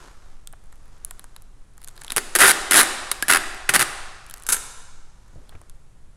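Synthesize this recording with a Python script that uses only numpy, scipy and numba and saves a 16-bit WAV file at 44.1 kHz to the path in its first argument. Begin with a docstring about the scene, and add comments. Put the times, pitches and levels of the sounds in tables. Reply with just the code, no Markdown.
"""In a bare, echoing gallery, packing tape is picked loose, pulled off a handheld dispenser in five jerks
and torn on the blade. The glue lets go in slips: each is a noisy crack that runs across the tape, colours
as the snap of the film and rings the roll and frame; plucked tones twang in the free strip.
The dispenser then lands on a pile of magazines in muffled bumps of noise. Hands and sleeves brush softly,
ventilation rumbles behind, and a fast limiter holds the loudest cracks down."""
import sys
import numpy as np
from scipy import signal
from scipy.fft import rfft, irfft
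from scipy.io import wavfile
from scipy.ndimage import uniform_filter1d, minimum_filter1d
from numba import njit

SR = 44100
rng = np.random.default_rng(int(sys.argv[2]) if len(sys.argv) > 2 else 0)


def master_out(mix):
    """Clip the mix to full scale and print it as 16-bit PCM to the path in sys.argv[1]."""
    frames = np.transpose(np.atleast_2d(mix))
    ceiling = np.clip(frames, -1, 1)
    pcm = np.round(ceiling * 32767).astype(np.int16)
    wavfile.write(sys.argv[1], SR, pcm)


N = 272008  # length in samples

# spectral shape of the snapping film: pitch_hz, relative_level_db
FILM_COLOUR = [(60, -30.5), (150, -24.5), (300, -12.5), (1000, -5), (2500, -4.5), (4000, -6), (5900, -8),
               (7500, -4), (9000, -0.5), (10000, 4), (11200, -1.5), (13000, -11), (15500, -18.5),
               (18000, -38)]


def undb(db):
    """Decibels to an amplitude factor."""
    return 10 ** (np.asarray(db) / 20)


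def unit(x):
    """Scale to rms 1."""
    return x / np.sqrt(np.mean(x ** 2))


def add(track, s, sound):
    """Mix a sound into a track at a time in seconds."""
    i = int(s * SR)
    track[i:i + len(sound)] += sound[:N - i]


def fade(t60):
    """Exponential decay that falls 60 dB in t60 seconds."""
    return np.exp(-np.log(1000) * np.arange(int(t60 * SR) + 2) / (t60 * SR))


def fading_noise(t60):
    """White noise that dies away exponentially."""
    decay = fade(t60)
    return decay * rng.standard_normal(len(decay))


def unit_energy(x):
    """Scale so that the squares sum to 1."""
    return x / np.linalg.norm(x)


def colour(x, points):
    """Filter with the given (Hz, dB) response, minimum phase so that nothing sounds before its cause."""
    size = 16384
    hz, db = np.transpose(points)
    bins_hz = np.arange(size // 2 + 1) * SR / size
    log_gain = np.log(undb(np.interp(np.log(bins_hz + 1), np.log(hz), db)))
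    # folding the cepstrum forward in time gives the minimum phase
    cepstrum = irfft(log_gain)[:size // 2]
    cepstrum[1:] *= 2
    impulse = irfft(np.exp(rfft(cepstrum, size)))
    return signal.fftconvolve(x, impulse)[:len(x)]


def resonate(x, hz, width):
    """One resonance, gain 1 at its centre."""
    b, a = signal.iirpeak(hz, hz / width, fs=SR)
    return signal.lfilter(b, a, x)


def ring(x, modes):
    """A body of several resonances struck by the same drive."""
    return sum(undb(db) * resonate(x, hz, width) for hz, width, db in modes)


def bandpass(x, order, low_hz, high_hz):
    """Keep one frequency range."""
    return signal.sosfilt(signal.butter(order, [low_hz, high_hz], "band", fs=SR, output="sos"), x)


def peeling(strip_t60=0.053, strip_spread=0.19):
    """Slips snap the film, ring the roll and frame and pluck the free strip; a few leave it twanging."""
    # the glue gives once and holds again: start_s, level_db, crack_ms, body_drive_re_film_db
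    single_slips = [(2.0805, -31, 1, 5), (2.1005, -27.5, 1.5, 1), (2.1045, -20, 2.3, 2.5),
                    (2.1205, -9, 2, -9), (2.181, -1, 0.49, 2), (3.115, 0, 3.4, -19.5), (3.225, -4, 1, -7),
                    (3.6915, 8, 4.1, 3.5)]
    # runs of slips: first_s, last_s, rate_per_s, first_level_db, last_level_db, crack_ms, body_drive_re_film_db
    pulls = [(2.164, 2.1702, 190, -2.5, 3.5, 0.56, -3.5), (2.352, 2.359, 125, 5.5, 10, 3.5, -3.5),
             (2.3878, 2.399, 218, 0, -1, 3.6, -1.5), (2.404, 2.458, 405, 1, 0, 1.74, 6.5),
             (2.461, 2.515, 360, -3, 1.5, 1.6, -1), (2.71, 2.7196, 101, 9, 7, 2.68, 3),
             (2.732, 2.751, 114, 10.5, 6.5, 2.85, 7), (2.7577, 2.818, 425, 4.5, -1, 1.48, -1),
             (2.827, 2.831, 140, -8, -3.5, 0.54, 1), (3.2828, 3.294, 218, -4.5, -8.5, 1.86, 2.5),
             (3.298, 3.302, 220, -1.5, 1.5, 3.9, 13), (3.3109, 3.3702, 86, 7.5, -5.5, 3.35, 7),
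             (3.7382, 3.76, 157, 2, 8, 4.35, 3.5), (3.794, 3.825, 134.5, -0.5, -1, 3.19, 2)]
    # resonances of the roll and frame: pitch_hz, width_hz, relative_level_db
    frame_modes = [(345, 28, -15), (394, 28, -4), (818, 70, -8.5), (1265, 87, -5), (1437, 170, 1),
                   (1578, 160, 1), (1770, 220, 2), (1950, 150, -6.5), (2590, 250, -15), (3600, 190, -18.5),
                   (4740, 130, -13.5)]
    # the free strip drums mostly lower as it grows longer: time_s, pitch_hz, level_re_slip_db
    strip_course = [(2.15, 370, -26), (2.44, 400, -27.5), (2.78, 310, -32.5), (3.32, 310, -30.5),
                    (3.70, 190, -31), (3.82, 150, -31.5)]
    # the taut strip twangs after a slip: start_s, start_pitch_hz, level_db, t60_s, pitch_rise_octaves_per_s
    strip_twangs = [(2.0807, 3370, -23, 0.0066, 1), (2.1043, 3800, -13, .006, -2.5),
                    (2.778, 3859, -10.5, .02, -2), (2.792, 4110, -7, .02, -0.5),
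                    (2.804, 3940, -8.5, .02, 0), (3.116, 3810, -23.5, 0.042, -0.5),
                    (3.2265, 1590, -14, 0.056, 8.5), (3.324, 2630, -13.5, 0.054, 1.5),
                    (3.691, 2570, -12.5, .029, -1)]

    slips = single_slips + [slip for pull in pulls for slip in run_of_slips(*pull)]
    film, body = cracks(slips, volley_db=2, end_db=-5, scatter_db=-7, scatter_t60=0.048)
    out = undb(13.0) * colour(film, FILM_COLOUR) + undb(13.5) * ring(body, frame_modes)

    times, strip_hz, strip_db = np.transpose(strip_course)
    for (s, db, *_), tension in zip(slips, rng.standard_normal(len(slips))):
        hz = np.interp(s, times, strip_hz) * np.exp(strip_spread * tension)
        level_db = db + np.interp(s, times, strip_db)
        add(out, s, undb(level_db) * twang(hz, strip_t60))

    for s, hz, db, t60, rise in strip_twangs:
        add(out, s, undb(db) * twang(hz, t60, rise))
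    return out


def run_of_slips(first, last, rate, first_db, last_db, ms, body_db):
    """Stick and slip at a steady rate while the force drifts; the faster the run, the more ragged it is."""
    full_ragged_per_s = 360
    # full scatter: timing as a share of a gap, strength, ring
    jitter, uneven_db, shake_db = 0.3, 2.5, 1
    # the roll is at rest when a run starts: its ring is weaker and catches up
    slack_db, slack_s = -6, 0.012

    count = int(round((last - first) * rate)) + 1
    raggedness = min(rate / full_ragged_per_s, 1) ** 2
    gap, size, shake = raggedness * rng.standard_normal((3, count))
    gap[0] = 0  # the first slip is on time
    times = np.linspace(first, last, count) + jitter * gap / rate
    db = np.linspace(first_db, last_db, count) + uneven_db * size
    slack = slack_db * np.exp(-np.abs(times - first) / slack_s)
    ring_db = body_db + slack + shake_db * shake
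    return list(zip(times, db, np.full(count, ms), ring_db))


def cracks(rows, volley_db, end_db, scatter_db, scatter_t60):
    """A crack snaps at one edge, crackles across and snaps at the other; returns film and body drive."""
    film, body = np.zeros(N), np.zeros(N)
    for s, db, ms, body_db in rows:
        volley = rng.standard_normal(int(ms * SR / 1000) + 2)
        volley *= undb(volley_db) / np.linalg.norm(volley)
        volley[0] += 1
        volley[-1] -= undb(end_db)  # the far edge snaps the opposite way
        # hands, chest and table throw the crack back within a few hundredths of a second
        scatter = undb(scatter_db) * unit_energy(fading_noise(scatter_t60))
        for part in unit_energy(volley), scatter:
            add(film, s, undb(db) * part)
            add(body, s, undb(db + body_db) * part)
    return film, body


def twang(hz, t60, rise=0):
    """A plucked strip: a fading tone whose pitch glides by rise octaves per second as the tension changes."""
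    decay = fade(t60)
    pitch_hz = hz * 2 ** (rise * np.arange(len(decay)) / SR)
    return decay * np.sin(2 * np.pi * np.cumsum(pitch_hz) / SR)


def cutting():
    """The film splits along the teeth, thin and bright, and the blade rings."""
    # the teeth prick the tape, bite, rip across and part the last shreds:
    # first_s, last_s, rate_per_s, first_level_db, last_level_db, tear_ms, blade_drive_re_film_db
    tears = [(4.4663, 4.47, 220, -17, -34, 0.87, 2.5), (4.4887, 4.494, 130, -6, -16.5, 1.8, 8.5),
             (4.498, 4.504, 184, -10.5, -10.5, 3, 7.5), (4.521, 4.529, 340, -7.5, -2.5, 2.5, -1.5),
             (4.542, 4.565, 45, -14.5, -24.5, 3.3, 12.5)]
    # ringing of the blade and its holder: pitch_hz, width_hz, relative_level_db
    blade_modes = [(276, 14, -1.5), (510, 290, -7), (1040, 160, -1), (1373, 128, 4), (1587, 230, 7),
                   (2260, 320, -2.5), (2720, 250, -8.5), (3750, 330, -5.5), (6400, 500, -1.5),
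                   (7400, 410, -4), (8130, 73, 7), (9350, 250, -23), (10740, 440, 6)]

    snaps = [snap for tear in tears for snap in run_of_slips(*tear)]
    film, body = cracks(snaps, volley_db=1.5, end_db=5, scatter_db=-3, scatter_t60=0.094)
    thin = bandpass(colour(film, FILM_COLOUR), 1, 4500, 14500)
    return undb(16.5) * thin + undb(11.5) * ring(body, blade_modes)


def crackle(spread_db=5, t60=0.0053):
    """Threads of glue part one by one, at random moments and in unequal sizes; the level drifts with time."""
    # sticky tape between the fingers and against the blade:
    # start_s, end_s, rate_per_s, mid_level_db, growth_db, tape_end_drive_re_film_db
    spells = [(0.55, 1.388, 30, -53.5, -4, -8), (1.737, 2.132, 110, -40.5, 4.5, 3),
              (4.17, 4.484, 50, -37.5, 11.5, -8.5), (5.198, 5.902, 22, -57, -4, -8)]
    # the end of the tape rings as the threads part: pitch_hz, width_hz, relative_level_db
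    end_modes = [(1900, 460, 1.5), (4000, 900, 3)]

    film, tape_end = np.zeros(N), np.zeros(N)
    for start, end, rate, db, growth_db, ring_db in spells:
        count = int(rate * (end - start))
        for share, size in zip(rng.random(count), rng.standard_normal(count)):
            s = start + share * (end - start)
            snap = unit_energy(fading_noise(t60))
            snap_db = db + growth_db * (share - 0.5) + spread_db * min(size, 1.5)
            add(film, s, undb(snap_db) * snap)
            add(tape_end, s, undb(snap_db + ring_db) * snap)
    return undb(14.0) * colour(film, FILM_COLOUR) + ring(tape_end, end_modes)


def ticks():
    """Tiny snaps of film and plastic, as fading noise in three ranges; the low range rings longest."""
    # ticks of fingernail, sticky tape and plastic: start_s, top_level_db, middle_level_db, low_level_db
    tick_list = [(0.0825, -57, -55, -45), (0.4734, -22.5, -40, -52), (0.5272, -35, -63, -53),
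                 (0.534, -47, -62, -39), (0.7267, -37.5, -60, -50.5), (1.0485, -12.5, -45, -53.5),
                 (1.1098, -19.5, -48, -38), (1.1948, -25.5, -42.5, -44.5), (1.2424, -33, -52.5, -45.5),
                 (1.3637, -24, -41.5, -47.5), (1.4213, -30.5, -59.5, -63), (1.7794, -33.5, -56, -48),
                 (1.8172, -34.5, -50, -51), (1.8452, -21.5, -47, -52), (1.8756, -24.5, -46.5, -47),
                 (1.8847, -20.5, -43, -51.5), (1.9777, -32.5, -39.5, -48), (2.0176, -28, -43, -40),
                 (2.0467, -25, -38.5, -43.5), (3.5462, -30, -47, -36.5), (4.2986, -26, -49, -51.5),
                 (4.3106, -26.5, -42.5, -48), (4.34, -17.5, -37, -41), (4.4358, -27, -52, -53),
                 (5.2804, -49.5, -64, -56), (5.4934, -38, -45.5, -52.5), (5.6155, -39, -60, -51.5),
                 (5.6974, -34, -49, -56)]
    # the three ranges of a tick, top first: low_edge_hz, high_edge_hz, added_level_db, t60_s
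    ranges = [(7100, 11400, -1.5, 0.0039), (2900, 4700, 2, 0.013), (700, 1800, 3.5, 0.022)]

    out = np.zeros(N)
    for column, (low_hz, high_hz, db, t60) in enumerate(ranges):
        decay = fade(t60)
        for s, *levels in tick_list:
            grain = unit(bandpass(rng.standard_normal(SR // 10), 3, low_hz, high_hz))
            settled = grain[-len(decay):]  # past the build-up of the filter
            add(out, s, undb(levels[column] + db) * decay * settled)
    return out


def landing():
    """The dispenser settles in soft bumps of low-passed noise, muffled by the magazines."""
    # start_s, level_db, upper_edge_hz, t60_s
    bumps = [(5.33, -42, 151.4, 0.095), (5.355, -32.5, 109.2, 0.15), (5.357, -46, 470, 0.31),
             (5.522, -48.5, 1698, 0.17), (5.546, -36, 95, 0.14), (5.552, -43.5, 2200, 0.03)]

    out = np.zeros(N)
    for s, db, hz, t60 in bumps:
        lowpass = signal.butter(3, hz, fs=SR, output="sos")
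        thud = signal.sosfilt(lowpass, fading_noise(t60))
        level_match = np.sqrt(SR / 2 / hz)  # makes up for the noise the filter removes
        add(out, s, undb(db) * level_match * thud)
    return out


def brushing(grain_db=2):
    """Skin and cloth slide over plastic in fine grains of noise, in strokes that swell and fade."""
    # strokes: middle_s, half_length_s, peak_level_db
    strokes = [(0, 0.15, -50), (0.286, 0.13, -59.5), (1.046, 0.47, -60), (2.14, 0.24, -52),
               (4.423, 0.16, -53.5), (5.45, 0.3, -61.5)]
    # spectral shape of the rub: pitch_hz, relative_level_db
    rub_colour = [(200, 0), (380, 5), (600, 1), (850, 3.5), (1300, 5.5), (2500, -6), (4800, -6.5),
                  (6800, -6.5), (9000, -11.5), (11500, -16), (13000, -25), (16000, -41.5)]

    t = np.arange(N) / SR
    grain_size = 128  # samples
    grain_levels = np.repeat(rng.standard_normal(N // grain_size + 1), grain_size)[:N]
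    grains = undb(grain_db * grain_levels)
    pressure = sum(undb(db) * np.exp(-((t - s) / half) ** 2) for s, half, db in strokes)
    return pressure * unit(colour(grains * rng.standard_normal(N), rub_colour))


def gallery(x, first_s=0.0019, build_s=0.0033):
    """A diffuse echo off bare walls: noise in blended bands, each dying away at its own pace."""
    # echo bands: centre_hz, echo_level_db, t60_s
    echo_bands = [(100, -13, 0.45), (300, -6.5, 0.88), (750, -8.5, 1.5), (1600, -15.5, 1.3),
                  (2920, -13.5, 1.3), (5500, -14, 1.35), (8000, -13.5, 0.94), (10200, -22, 0.78),
                  (15000, -19.5, 0.4)]

    size = 2 * SR
    t = np.arange(size) / SR
    log_hz = np.log(np.arange(size // 2 + 1) * SR / size + 1)
    noise = rfft(rng.standard_normal(size))
    centres = np.log(np.array(echo_bands)[:, 0])
    echo = np.zeros(size)
    for (_, db, t60), own in zip(echo_bands, np.eye(len(echo_bands))):
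        band = irfft(noise * np.interp(log_hz, centres, own))  # neighbouring bands blend into each other
        loss = np.log(1000) / t60
        equal_energy = np.sqrt(2 * loss / SR)  # long and short decays weigh the same
        echo += undb(db) * equal_energy * np.exp(-loss * t) * band
    onset = np.clip((t - first_s) / build_s, 0, 1)
    return signal.fftconvolve(x, echo * onset)[:N]


def ventilation():
    """Steady coloured noise: the rumble of ventilation and microphone hiss."""
    # pitch_hz, density_db_per_hz
    air_colour = [(5, -59.5), (12, -46.5), (26, -63), (40, -68), (80, -77), (125, -79), (250, -91),
                  (630, -96.5), (1250, -99), (2500, -106), (5000, -110), (7500, -107), (10500, -109),
                  (13000, -124), (16000, -137)]
    return np.sqrt(SR / 2) * colour(rng.standard_normal(N), air_colour)


def scene():
    """Tape, blade, ticks and landing echo in the gallery; brushing and ventilation stay dry."""
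    tape, cut = peeling(), cutting()
    small = ticks() + crackle() + landing()
    # the echo averages three fresh random draws of the tape and blade noise, for a smooth, diffuse tail
    tape_echo = sum(gallery(peeling() + undb(4.5) * cutting()) for _ in range(3)) / np.sqrt(3)
    echo = tape_echo + undb(-2.5) * gallery(small)
    return (tape + cut + small + echo + brushing() + ventilation())[None]


@njit
def peak_follower(x, release):
    """Jumps to each peak and sinks back by the release factor per sample."""
    out, e = np.empty(len(x)), 0.
    for i in range(len(x)):
        e = max(abs(x[i]), e * release)
        out[i] = e
    return out


def record(dry, threshold=1.0, release_s=0.0028, top_hz=15900):
    """A fast limiter holds loud cracks down, the preamplifier flattens what gets past, the top is cut."""
    peak = peak_follower(dry[0], np.exp(-1 / (release_s * SR)))
    gain = threshold / np.maximum(peak, threshold)
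    # the gain drops a few samples ahead of each peak, and smoothly
    held = dry * uniform_filter1d(minimum_filter1d(gain, size=9), size=9)
    flattened = held / (1 + (held / 0.7) ** 6) ** (1 / 6)  # bends towards a ceiling of 0.7
    return signal.fftconvolve(flattened, signal.firwin(161, top_hz, fs=SR)[None], "same")


dry = scene()
out = record(dry)
master_out(out)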